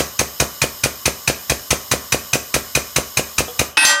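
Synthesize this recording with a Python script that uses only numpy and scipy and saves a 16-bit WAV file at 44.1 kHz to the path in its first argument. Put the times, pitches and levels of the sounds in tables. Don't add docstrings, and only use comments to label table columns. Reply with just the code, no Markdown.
import sys
import numpy as np
from scipy import signal
from scipy.fft import rfft, irfft, next_fast_len
from scipy.io import wavfile

SR = 44100
rng = np.random.default_rng(int(sys.argv[2]) if len(sys.argv) > 2 else 0)


def bounce(signal):
    frames = np.transpose(np.atleast_2d(signal))
    limited = np.clip(frames, -1, 1)
    pcm = np.round(limited * 32767).astype(np.int16)
    wavfile.write(sys.argv[1], SR, pcm)


N = 176400
LEAD = SR // 10
AGE = np.arange(SR // 2) / SR


def amp(db):
    return 10 ** (np.asarray(db) / 20)


def fade(t, t60):
    return np.exp(-np.log(1000) * np.maximum(t, 0) / t60)


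def bell(peak_s, width_s):
    return np.exp(-.5 * ((AGE - peak_s) / width_s) ** 2)


def along(points, hz):
    f, values = np.transpose(points)
    return np.interp(np.log(hz + 1), np.log(f + 1), values)


def resonances(rows, f):
    return np.sqrt(sum(abs(amp(db) * f * width / (hz * hz - f * f + 1j * f * width)) ** 2
                       for hz, width, db in rows))


def noise(gain, size=len(AGE)):
    x = irfft(rfft(rng.standard_normal(size)) * gain(np.fft.rfftfreq(size, 1 / SR)), size)
    return x / x.std()


def ring(modes):
    return sum(amp(db) * fade(AGE, t60) * np.sin(2 * np.pi * hz * AGE) for hz, db, t60 in modes)


def add(track, s, sound):
    part = track[LEAD + round(s * SR):][:len(sound)]
    part += sound[:len(part)]


# (frequency [Hz], t60 [s])
ROOM_DECAY = [(80, .3), (500, 0.38), (1200, 0.5), (3000, 0.24), (7000, 0.34), (14000, 0.15)]
def workshop(x, wet_db):
    hz, t, spectrum = signal.stft(rng.standard_normal(SR // 2), SR, nperseg=256)
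    tail = signal.istft(spectrum * fade(t, along(ROOM_DECAY, hz)[:, None]), SR, nperseg=256)[1]
    tail[:SR // 400] = 0
    return x + amp(wet_db) * signal.fftconvolve(x, tail / np.linalg.norm(tail))[:len(x)]


# (frequency [Hz], relative level [dB])
HISS_COLOUR = [(25, -28), (50, -12), (100, -3), (150, -16), (200, -9), (330, -14), (450, -10.5), (600, -11),
               (800, -15.5), (1100, -1), (1350, -19), (1700, -10.5), (2100, -10), (2500, -32),
               (2950, -10.5), (3500, -10), (4000, -6.5), (4500, -11), (5250, 1), (5900, -12), (6750, -1.5),
               (7600, -8.5), (8400, -8.5), (9300, -13.5), (10800, -13), (12400, -3.5), (12900, -3.5),
               (13500, 0), (14600, -7), (15800, -30)]
# (centre [Hz], width [Hz], relative level [dB])
HUM_BANDS = [(74.5, 6.2, -13), (1169, 33, -3.5), (1467, 20, -6.5), (2980, 116, -7.5)]
def air(stop_s=3.67, fall_db_per_s=164):
    t = np.arange(-LEAD, N) / SR
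    hiss_db = -35 - fall_db_per_s * np.maximum(t - stop_s, 0)
    hiss = amp(hiss_db) * noise(lambda f: amp(along(HISS_COLOUR, f)), len(t))
    hum = amp(-46) * noise(lambda f: resonances(HUM_BANDS, f), len(t))
    return hiss + hum


# (time [s], level [dB])
PUMP_STROKES = [(-.019, -3.5), (0.19, -5), (0.399, -4.5), (0.616, -5), (0.835, -5), (1.055, -4.5),
                (1.275, -5), (1.496, -5.5), (1.705, -4.5), (1.913, -4.5), (2.121, -5), (2.331, -5),
                (2.54, -5), (2.75, -5), (2.96, -5), (3.17, -5.5), (3.381, -5), (3.591, -5.5)]
# (frequency [Hz], relative level [dB])
PUFF_COLOUR = [(100, 3), (400, -5), (800, -3), (1500, -1.5), (2600, -1), (3400, -6.5), (4700, -3.5),
               (6000, -3), (8800, -5), (10500, -8.5), (15500, -16)]
# (centre [Hz], width [Hz], relative level [dB])
MUFFLER_BANDS = [(2485, 310, 0.5), (3883, 96, -5), (4250, 260, -10), (5884, 360, -4.5), (6350, 420, -2)]
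def exhaust(rise_s=.0034, early_s=.001216, pitch_scatter=.008):
    track = np.zeros(LEAD + N)
    puff_shape = (1 - np.exp(-(AGE / rise_s) ** 2)) * fade(AGE, t60=.12)
    bark_shape = bell(peak_s=.006, width_s=.0022) + amp(-15) * puff_shape
    for s, db in PUMP_STROKES:
        whistle = sum(
            amp(level) * np.sin(2 * np.pi * (hz * rng.normal(1, pitch_scatter) * AGE + rng.random()))
            for hz, _, level in MUFFLER_BANDS)
        rasp = noise(lambda f: resonances(MUFFLER_BANDS, f) ** 2)
        puff = amp(-3.5) * puff_shape * noise(lambda f: amp(along(PUFF_COLOUR, f)))
        bark = bark_shape * (amp(-11) * rasp + amp(-8.5) * whistle)
        add(track, s - early_s, amp(db) * (puff + bark))
    return workshop(track, wet_db=-10)


# (delay [s], pitch [Hz], half width [s], level [dB])
STROKE_PULSES = [(.0113, 114, 0.004, -12), (0.0253, 530, 0.00075, -0.5), (0.0244, 252, 0.0015, -10.5),
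                 (0.0333, 480, 0.0019, -27)]
# (frequency [Hz], level [dB], t60 [s])
CASING_MODES = [(72.8, -23, 0.31), (117, -43, 0.19), (160, -29.5, 0.089), (224.7, -33.5, 0.44),
                (280.6, -32.5, .22), (359, -58, 0.18), (397, -29.5, 0.34), (447, -53, 0.26),
                (520, -34.5, 0.34), (554, -23.5, 0.18), (628, -23.5, 0.091)]
# (centre [Hz], width [Hz], relative level [dB])
CLICK_BANDS = [(1250, 400, -4), (2600, 300, -2), (2950, 250, 0)]
def piston():
    thumps, casing = np.zeros((2, LEAD + N))
    casing_ring = ring(CASING_MODES)
    knock_delay = STROKE_PULSES[1][0]
    stroke = sum(amp(db) * np.cos(2 * np.pi * hz * (AGE - delay)) * bell(delay, width)
                 for delay, hz, width, db in STROKE_PULSES)
    for s, db in PUMP_STROKES:
        add(thumps, s, amp(db) * stroke)
        click = amp(-15) * fade(AGE, t60=.022) * noise(lambda f: resonances(CLICK_BANDS, f) ** 2)
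        add(casing, s + knock_delay, amp(db) * (casing_ring + click))
    return workshop(thumps, wet_db=-13) + casing


# (frequency [Hz], level [dB], t60 [s])
BLOCK_MODES = [(486, -29, .2), (660, -35, .07), (737, -32, .1), (1058, -37, .06), (3165, -33, .06),
               (3381, -37, .2)]
def pin_slip(slip_s=3.482):
    track = np.zeros(LEAD + N)
    add(track, slip_s, ring(BLOCK_MODES))
    return workshop(track, wet_db=-6)


# (time [s], level [dB], treble tilt [dB per octave], t60 [s])
PIN_HITS = [(3.7701, -6.5, -3.5, 0.22), (3.7775, -1.5, -2, 0.19), (3.8504, 0, 4.5, .14)]
# (frequency [Hz], relative level [dB])
CRASH_COLOUR = [(100, -34), (190, -27), (270, 1.5), (380, -23), (650, -8), (900, 2), (1150, -5), (1450, -1),
                (1900, -2), (2400, 0), (3000, -1.5), (4000, 0.5), (6000, -5), (7000, -14), (9000, -11.5),
                (12000, -24), (15500, -28)]
def pin_crash(rise_s=.001, tilt_above_hz=1780):
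    track = np.zeros(LEAD + N)
    for s, db, tilt, t60 in PIN_HITS:
        crash = noise(lambda f: amp(along(CRASH_COLOUR, f)
                                    + tilt * np.log2(np.maximum(f / tilt_above_hz, 1))))
        shape = (1 - np.exp(-AGE / rise_s)) * fade(AGE, t60)
        add(track, s, amp(db) * shape * crash)
    return workshop(track, wet_db=-6)


PIN_PITCHES = [576, 1206, 1546, 1911, 2576, 2630, 2728, 3173, 3667, 4788, 5390, 5770, 5911, 6265, 7400,
               8649, 9394, 10306, 10962, 11780, 12560]
# (landing level [dB], rebound level [dB], t60 [s])
PIN_RINGS = [(-35, -27.5, 3), (-25, -20.5, 2.1), (-9, -15, 2), (-5, -7.5, 0.49), (8.5, -6, 0.18),
             (-4, -19, 0.18), (-9.5, -19, 0.5), (-15, -15.5, 0.62), (-10, -20, 0.41), (-10, -13, 0.33),
             (-5.5, -17, 0.21), (-27, -16, 0.2), (-27, -8.5, 0.25), (-14, -1, 0.18), (-33, -5.5, .26),
             (-4.5, -22.5, 0.45), (-35, -18, .23), (-7, -38, 0.54), (-13, -12, 0.21), (-35, -14, 0.19),
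             (-18, -32, 0.31)]
def pin_ring(landing_s=3.778, rebound_s=3.851):
    track = np.zeros(LEAD + N)
    landing_db, rebound_db, t60s = zip(*PIN_RINGS)
    damping = fade(AGE - (rebound_s - landing_s), t60=.034)
    add(track, landing_s, damping * ring(zip(PIN_PITCHES, landing_db, t60s)))
    add(track, rebound_s, ring(zip(PIN_PITCHES, rebound_db, t60s)))
    return track


def scene():
    return (air() + exhaust() + piston() + pin_slip() + pin_crash() + pin_ring())[None, LEAD:]


def limiter(x, threshold_db=-10.5, window_s=.0039, ahead_s=.00053, release_db_per_s=250):
    smoothing = np.exp(-1 / (window_s * SR))
    power = signal.lfilter([1 - smoothing], [1, -smoothing], x[0] ** 2)
    over_db = np.maximum(10 * np.log10(power + 1e-12) - threshold_db, 0)
    t = np.arange(N) / SR
    release = release_db_per_s * t
    gain_db = release - np.maximum.accumulate(over_db + release)
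    return x * amp(np.interp(t + ahead_s, t, gain_db))


def record(dry):
    ceiling, bass_cut_hz, top_hz = .92, 57, 15800
    x = limiter(dry)
    x = x / (1 + (x / ceiling) ** 8) ** (1 / 8)
    x = signal.sosfilt(signal.butter(2, bass_cut_hz, "highpass", fs=SR, output="sos"), x)
    size = next_fast_len(N + LEAD)
    passband = np.fft.rfftfreq(size, 1 / SR) < top_hz
    return irfft(rfft(x, size) * passband, size)[:, :N]


dry = scene()
out = record(dry)
bounce(out)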